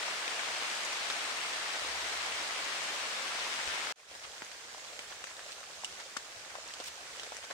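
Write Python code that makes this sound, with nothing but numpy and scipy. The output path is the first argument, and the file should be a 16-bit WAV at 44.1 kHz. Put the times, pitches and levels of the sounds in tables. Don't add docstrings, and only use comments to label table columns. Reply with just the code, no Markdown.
import sys
import numpy as np
from scipy import signal
from scipy.fft import rfft, irfft, next_fast_len
from scipy.io import wavfile
from scipy.ndimage import uniform_filter1d, map_coordinates

SR = 44100
rng = np.random.default_rng(int(sys.argv[2]) if len(sys.argv) > 2 else 0)


def inscribe(sig):
    pcm = np.round(np.clip(np.atleast_2d(sig).T, -1, 1) * 32767)
    wavfile.write(sys.argv[1], SR, pcm.astype(np.int16))


N = 332060

# start_s,
# tap_pitch_hz, ring_cycles, tap_level_db, splash_pitch_hz, splash_level_db, lean_db
NEAR_DRIPS = [(0.2785, 2500, 7, -39, 1600, -35.5, 7.5), (0.3932, 2250, 7, -39, 2000, -40, 1.5),
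              (0.487, 2100, 2.5, -40, 3500, -45, 1), (0.751, 4000, 0.62, -45, 7000, -44, 0),
              (0.8504, 7180, 3, -48, 6000, -37, 0), (0.9295, 1100, 3.3, -41, 4200, -37, 0),
              (1.1006, 1250, 2.6, -35.5, 3800, -32.5, 3), (1.8485, 1030, 2.5, -41, 3000, -52, 1),
              (3.4668, 1030, 2.7, -41, 3000, -48, 2), (3.6762, 2400, 1.5, -38, 4000, -46, 7),
              (3.8706, 1600, 2, -39, 3000, -49, 11), (4.1145, 650, 1.8, -46.5, 2000, -57, -1),
              (4.151, 1010, 1.3, -48, 4000, -47, 10), (4.2492, 2900, 3, -50, 1500, -52, 2),
              (4.4205, 1550, 0.9, -38, 1700, -38, 0), (4.4222, 225, 0.74, -40.5, 750, -46, -8),
              (4.448, 6000, 3, -46, 7800, -45, -3), (4.5156, 1800, 2, -46, 2800, -45, 2),
              (4.747, 820, 1.3, -46, 1700, -47.5, 1), (4.781, 890, 2.2, -47.5, 2000, -54, -2),
              (4.8845, 3500, 11, -45, 3500, -52, -2), (4.9327, 620, 2.1, -50, 2800, -46, 4),
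              (4.9912, 550, 0.81, -49, 6800, -42.5, 0), (4.9917, 3150, 6, -39, 2200, -38, -3),
              (5.124, 1650, 3, -45, 1600, -47, 0), (5.2404, 1350, 2.5, -39, 7000, -43, 3),
              (5.2408, 2920, 7, -43.5, 1500, -39, 3), (5.2706, 1900, 3, -43, 5500, -44, 0.5),
              (5.3675, 3670, 4, -46.5, 5500, -48, 5), (5.3929, 1510, 1.4, -41, 2100, -44, 0.5),
              (5.4644, 620, 1.6, -52, 1500, -55, -1), (5.5203, 4600, 3, -45, 3800, -43, -2),
              (5.6312, 1400, 1.2, -45, 1400, -51, -2), (5.6392, 2500, 3, -48, 900, -48, -1),
              (5.8362, 840, 2.1, -41.5, 1500, -53, 1), (6.1692, 1150, 5.2, -40, 2200, -37, 4.5),
              (6.5533, 824, 1.7, -39.5, 1300, -40, 5), (6.5846, 600, 2.6, -43, 1200, -57, 4),
              (6.6772, 6800, 5, -48, 8000, -48, -4), (6.7066, 1750, 2, -46, 2000, -49, -1),
              (6.7378, 3200, 4, -42.5, 4500, -38, -3), (6.8008, 560, 1.6, -40, 3800, -37, 0),
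              (6.804, 330, 1.3, -47, 600, -43, -1), (7.1968, 3080, 5.4, -37.5, 3200, -39, -3.5),
              (7.2335, 1400, 0.99, -44, 4170, -38.5, 0), (7.2652, 660, 3.3, -48, 2500, -44, 1),
              (7.3205, 760, 1.8, -40.5, 1200, -39, 4), (7.3284, 640, 1.7, -46.5, 1500, -50, -3),
              (7.3465, 4700, 4, -49, 6200, -44, -8), (7.3676, 2000, 1.3, -41, 6360, -38.5, 4),
              (7.446, 2250, 3, -50, 6000, -44, 1), (7.503, 1140, 1.6, -42, 650, -37, 2),
              (7.5096, 1710, 2.7, -39.5, 3900, -40.5, 2), (7.5108, 560, 2.3, -42.5, 1100, -38, 1)]
# start_s, length_s, level_db
POT_SIZZLES = [(5.51, 0.035, -49), (6.837, 0.014, -42), (6.85, 0.045, -39.5)]
# time_s, gain_db
LAWN_OPENING = [(3.958, -18), (4.0, -11), (4.07, -10.5), (4.1, -6), (4.15, -3)]
# frequency_hz, level_db (per Hz)
CROWN_SPECTRUM = [(15, -62), (25, -65), (59, -17.5), (75, -18.5), (119, -22), (305, -13), (410, -8.5),
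                  (469, -7.5), (648, -2.5), (2120, -1), (5140, -6.5), (8350, -12.5), (9550, -16.5),
                  (11500, -29.5), (15500, -30)]
LAWN_SPECTRUM = [(25, -33), (58, -6), (130, -11.5), (230, -12.5), (350, -9), (470, -2.8), (650, -1.5),
                 (950, -4), (1600, -1.5), (2800, -3.5), (7200, -5.5), (9300, -12.5), (11200, -21.5),
                 (15500, -26.5)]
# frequency_hz, lean_db
CROWN_BALANCE = [(60, 1), (200, -0.5), (700, 0), (2000, 3), (5000, 2), (8000, -3), (12000, -.5)]
LAWN_BALANCE = [(200, 1), (700, -0.5), (1500, 1.5), (3000, -0.5), (6500, -5.5), (12000, -1)]
# frequency_hz, correlation (1 = identical)
EAR_LIKENESS = [(60, 0.92), (200, 1), (450, 0.93), (800, 0.6), (1200, 0.25), (1700, 0.042), (5000, 0.02)]
# frequency_hz, gain_db
DROP_COLOUR = [(80, -21.5), (220, -8.5), (500, 1), (8300, 1.5), (9500, -4.5), (11000, -13), (16000, -13)]
# start_s, pitch_hz, level_db, lean_db
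SOFT_BUMPS = [(2.635, 58, -62, 6.5), (3.672, 72, -59, 26), (4.245, 120, -59, 0), (6.365, 110, -54, 0)]
# start_s, pitch_hz, glide_octaves_per_s, life_s, bubble_level_db,
# spray_delay_s, spray_width_s, splash_level_db, thud_level_db, lean_db
WATER_BUBBLES = [(5.8458, 2970, -2, 0.0034, -30.5, 0.0003, 0.00061, -31.5, -54, -2.5),
                 (5.8465, 8300, 0, 0.007, -45, 0.006, 0.006, -39, -66, -1),
                 (6.1659, 1053, 184, 0.0059, -30.5, 0.0031, 0.002, -34.5, -37.5, 4),
                 (6.1688, 3510, 244, 0.0041, -38.5, 0.0027, 0.0006, -38.5, -62, 7),
                 (6.1702, 5150, 0, 0.0035, -43, 0.00088, 0.001, -46, -62, 4)]
# centre_s, rise_db
LEAF_FLURRIES = [(4.25, 5), (4.65, 1), (4.845, 5), (5.11, 7.5), (5.31, 5), (5.505, 5), (6.005, 6),
                 (6.67, 3), (7.13, 2), (7.44, 8.5)]

CROWN_END_S, LAWN_START_S, PAUSE_DB = 3.9245, 3.958, -34
TOP_HZ = 15780
CROWN_DB, LAWN_DB = -38.5, -49
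LAWN_GROWS_DB_PER_S = 0.41
FLURRY_S = 0.019
RUMBLE_DB, RUMBLE_GROWS_DB_PER_S = -99, 6
HUM_START_S, HUM_ATTACK_S, HUM_HOLD_S, HUM_RELEASE_S = 1.81, 0.08, 0.54, 0.06
HUM_DB, HUM_SAG_DB_PER_S, HUM_HZ, HUM_RISE_HZ_PER_S = -65.5, 10, 68.6, 7
AIR_LEAN_DB = -5.0

STRAY_PER_S, STRAY_HZ, STRAY_OCTAVES, STRAY_CYCLES = 24, 2000, 0.73, 1.66
STRAY_SPREAD_DB, STRAY_SPLASH_DB, STRAY_LEAN_DB = 0.7, -3, 5
OVERTONE_RATIO, OVERTONE_DB, OVERTONE_LASTS = 1.83, -12, 1.9
TAP_RISE_CYCLES = 0.26
KNOCK_HZ, KNOCK_CYCLES, KNOCK_DB = 617, 0.44, -14
THUD_HZ, THUD_CYCLES, THUD_LAG_S, THUD_DB = 223, 0.58, 0.0027, -17.5
CRACK_S, CRACK_DB, SPLASH_Q = 0.00032, 1, 1.5
BUBBLE_RISE_S = 0.00037
FALLBACK_DB, FALLBACK_S = -10, 0.011
PLINK_SPRAY_HZ, PLINK_SPRAY_Q = 5000, 0.71


def amp(db):
    return 10 ** (np.asarray(db) / 20)


def unit(x):
    return x / np.sqrt(np.mean(x ** 2) + 1e-20)


def along(points, hz):
    frequencies, values = np.transpose(points)
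    return np.interp(np.log(hz + 1), np.log(frequencies + 1), values)


def curve(points):
    times, values = np.transpose(points)
    return np.interp(np.arange(N) / SR, times, values)


def wobble(rate):
    knots = rng.standard_normal(int(N * rate / SR) + 4)
    return map_coordinates(knots, [np.arange(N) * rate / SR])


def filtered(x, response):
    m = next_fast_len(N + 8192)
    spectrum = rfft(x, m) * response(np.fft.rfftfreq(m, 1 / SR))
    return irfft(spectrum, m)[..., :N]


def sides(lean_db):
    return amp(np.array([lean_db, -lean_db]).reshape(2, -1) / 2)


def coloured(x):
    return filtered(x, lambda hz: amp(along(DROP_COLOUR, hz)))


def ring(t, hz, cycles, hold=1):
    turns = np.maximum(t, 0) * hz
    return np.sin(2 * np.pi * turns) * np.exp(-(turns / cycles) ** hold)


def wash(spectrum, patchy_db):
    bins = signal.stft(rng.standard_normal((2, N)), nperseg=512)[2]
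    field = uniform_filter1d(rng.standard_normal(bins.shape[1:]), size=7, axis=0)
    field = uniform_filter1d(field, size=6, axis=1)
    patchy_bins = bins * amp(patchy_db * unit(field))
    pair = signal.istft(patchy_bins, nperseg=512)[1][:, :N]

    def mid_side_response(hz):
        width = np.tan(np.arccos(np.clip(along(EAR_LIKENESS, hz), -.9, 1)) / 2)
        return amp(along(spectrum, hz)) * np.array([np.ones_like(hz), width])

    mid, side = filtered(pair, mid_side_response)
    return unit(np.array([mid + side, mid - side]))


def patter(rate, centre_hz, spread, cycles, size_db, ear_lag_s=0.0004):
    draws = rng.random((int(rate * N / SR), 5))
    when, pitch, size, direction, damping = draws.T[:, :, None]
    hz = np.clip(centre_hz * np.exp(spread * np.log(pitch / (1 - pitch))), 300, 11000)
    gain = amp(size_db * np.minimum(-np.log(size), 4)) * np.sqrt(hz)
    k = np.arange(256)
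    index = ((when * N).astype(int) + k).ravel()
    ears = []
    for side in (1, -1):
        toward = side * (2 * direction - 1)
        t = k / SR - ear_lag_s * (1 - toward) / 2
        taps = gain * amp(1.0 * toward) * ring(t, hz, cycles * (.5 + damping))
        ears.append(np.bincount(index, taps.ravel(), N)[:N])
    return unit(coloured(np.array(ears)))


def crown_rain():
    far = amp(1.0) * wash(CROWN_SPECTRUM, patchy_db=1.0)
    leaves = amp(-5.0) * patter(rate=1400, centre_hz=2260, spread=0.339, cycles=1.2, size_db=2.0)
    ticks = amp(-20.5) * patter(rate=160, centre_hz=4800, spread=0.24, cycles=0.9, size_db=3.5)
    bunching = amp(0.35 * wobble(30))
    rain = amp(CROWN_DB + 0.15 * wobble(7.7)) * (far + bunching * leaves + ticks)
    return filtered(rain, lambda hz: sides(along(CROWN_BALANCE, hz)))


def rumble():
    t = np.arange(N) / SR
    shape = [(20, -6), (55, 4), (95, -2), (150, -21), (600, -80)]  # frequency_hz, gain_db
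    air = filtered(rng.standard_normal((2, N)), lambda hz: amp(along(shape, hz)))
    return sides(AIR_LEAN_DB) * amp(RUMBLE_DB + RUMBLE_GROWS_DB_PER_S * t) * unit(air)


def add(track, s, sound):
    part = track[:, max(round(s * SR), 0):][:, :sound.shape[1]]
    part += sound[:, :part.shape[1]]


def arrival(lean_db, lag_per_db=.00004):
    lag_s = lag_per_db * np.array([[max(-lean_db, 0)], [max(lean_db, 0)]])
    return np.arange(int(SR * .06)) / SR - lag_s


def blow(x):
    return x * np.sqrt(.0045 * SR / np.sum(x[0] ** 2))


def thud(t):
    return blow(ring(t - THUD_LAG_S, THUD_HZ, THUD_CYCLES))


def leaf_tap(t, hz, cycles):
    rise = 1 - np.exp(-np.maximum(t, 0) * hz / TAP_RISE_CYCLES)
    first_mode = ring(t, hz, cycles, hold=2.5)
    overtone = amp(OVERTONE_DB) * ring(t, OVERTONE_RATIO * hz, OVERTONE_LASTS * cycles, hold=1.6)
    knock = amp(KNOCK_DB) * blow(ring(t, KNOCK_HZ, KNOCK_CYCLES))
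    return blow(rise * (first_mode + overtone)) + knock


def foliage(x, echo_db=-14, echo_life=0.012):
    echo = rng.standard_normal(x.shape) * np.exp(-np.arange(x.shape[1]) / SR / echo_life)
    echo /= np.linalg.norm(echo[0])
    return x + amp(echo_db) * signal.fftconvolve(x, echo, axes=1)[:, :x.shape[1]]


def droplets(envelope, hz, q):
    b, a = signal.iirpeak(hz, q, fs=SR)
    return blow(signal.lfilter(b, a, envelope * rng.standard_normal(envelope.shape)))


def splash(t, hz, splash_life=0.0059, scatter_db=-17, scatter_life=0.018):
    age = np.maximum(t, 0)
    crack = amp(CRACK_DB) * np.exp(-age / CRACK_S)
    spray = np.exp(-age / splash_life)
    scatter = amp(scatter_db) * np.exp(-age / scatter_life)
    return droplets((t > 0) * (crack + spray + scatter), hz, SPLASH_Q)


def drips(rows):
    track = np.zeros((2, N))
    for s, hz, cycles, tap_db, splash_hz, splash_db, lean_db in rows:
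        t = arrival(lean_db)
        tap = amp(tap_db) * foliage(leaf_tap(t, hz, cycles) + amp(THUD_DB) * thud(t))
        spray = amp(splash_db) * splash(t, splash_hz)
        add(track, s, sides(lean_db) * (tap + spray))
    return coloured(track)


def stray_drips(tap_db):
    rows = []
    for k in range(int(STRAY_PER_S * N / SR)):
        size, pitch, wetness, direction = np.clip(rng.standard_normal(4), -2, 2)
        start_s = (k + rng.random()) / STRAY_PER_S
        hz = STRAY_HZ * 2 ** (STRAY_OCTAVES * pitch)
        db = tap_db + STRAY_SPREAD_DB * size
        splash_hz = min(2 * hz, TOP_HZ / 2)
        splash_db = db + STRAY_SPLASH_DB + STRAY_SPREAD_DB * wetness
        rows.append((start_s, hz, STRAY_CYCLES, db, splash_hz, splash_db, STRAY_LEAN_DB * direction))
    return drips(rows)


def hum():
    age = np.arange(N) / SR - HUM_START_S
    gate_times = np.cumsum([0, HUM_ATTACK_S, HUM_HOLD_S, HUM_RELEASE_S])
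    gate = np.interp(age, gate_times, [0, 1, 1, 0])
    turns = np.cumsum(HUM_HZ + HUM_RISE_HZ_PER_S * age) / SR
    tone = unit(np.sin(2 * np.pi * turns))
    level = amp(HUM_DB - HUM_SAG_DB_PER_S * age + 1.7 * wobble(8.7))
    return sides(AIR_LEAN_DB) * gate * level * tone


def bumps():
    t = np.arange(N) / SR
    return sum(amp(db) * sides(lean_db) * ring(t - s, hz, cycles=1.7)
               for s, hz, db, lean_db in SOFT_BUMPS)


def lawn_rain():
    t = np.arange(N) / SR
    level_db = LAWN_DB + LAWN_GROWS_DB_PER_S * (t - LAWN_START_S)
    far = amp(2.5) * wash(LAWN_SPECTRUM, patchy_db=1.5)
    blades = amp(-5.0) * patter(rate=1300, centre_hz=4080, spread=0.332, cycles=1.5, size_db=1.1)
    ivy = amp(-6.0) * patter(rate=450, centre_hz=1610, spread=0.342, cycles=1.9, size_db=1.5)
    soil = amp(-14.0) * patter(rate=60, centre_hz=628, spread=0.12, cycles=1.7, size_db=2.0)
    shed_db = sum(db * np.exp(-((t - s) / FLURRY_S) ** 2) for s, db in LEAF_FLURRIES)
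    flurry_db = 1.9 * wobble(24) + shed_db
    rain = amp(level_db + 0.43 * wobble(6)) * (far + soil + amp(flurry_db) * (blades + ivy))
    return filtered(rain, lambda hz: sides(along(LAWN_BALANCE, hz)))


def sizzles():
    swell = np.zeros(N)
    for s, length, db in POT_SIZZLES:
        swell += curve([(s, 0), (s + length / 4, amp(db)), (s + length * 3 / 4, amp(db)), (s + length, 0)])
    # frequency_hz, gain_db
    shape = [(600, -16), (2500, -1), (5000, -2), (8500, -6), (11000, -15), (16000, -19)]
    fizz = filtered(rng.standard_normal((2, N)), lambda hz: amp(along(shape, hz)))
    return swell * unit(fizz * amp(2.8 * wobble(900)))


def plinks():
    track = np.zeros((2, N))
    for s, hz, glide, life, bubble_db, delay, width, splash_db, thud_db, lean_db in WATER_BUBBLES:
        t = arrival(lean_db)
        age = np.maximum(t, 0)
        pitch = (t > 0) * hz * 2 ** (glide * np.minimum(age, 2 * life))
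        turns = np.cumsum(pitch, axis=1) / SR
        envelope = (1 - np.exp(-age / BUBBLE_RISE_S)) * np.exp(-(age / life) ** 3)
        bubble = amp(bubble_db) * blow(np.sin(2 * np.pi * turns) * envelope)
        fallback = (t > delay) * amp(FALLBACK_DB) * np.exp(-age / FALLBACK_S)
        puff = np.exp(-((t - delay) / width) ** 2) + fallback
        spray = amp(splash_db) * droplets((t > 0) * puff, PLINK_SPRAY_HZ, PLINK_SPRAY_Q)
        body = foliage(bubble + amp(thud_db) * thud(t))
        add(track, s, sides(lean_db) * (body + spray))
    return coloured(track)


def scene():
    t = np.arange(N) / SR
    near = drips(NEAR_DRIPS) + plinks() + bumps()
    tree = crown_rain() + near + hum() + rumble() + stray_drips(tap_db=-46.5)
    lawn = lawn_rain() + near + sizzles() + stray_drips(tap_db=-51.5)
    opening = np.where(t > LAWN_START_S, amp(curve(LAWN_OPENING)), amp(PAUSE_DB))
    return np.where(t < CROWN_END_S, tree, opening * lawn)


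def record(dry):
    return filtered(dry, lambda hz: hz < TOP_HZ)


dry = scene()
out = record(dry)
inscribe(out)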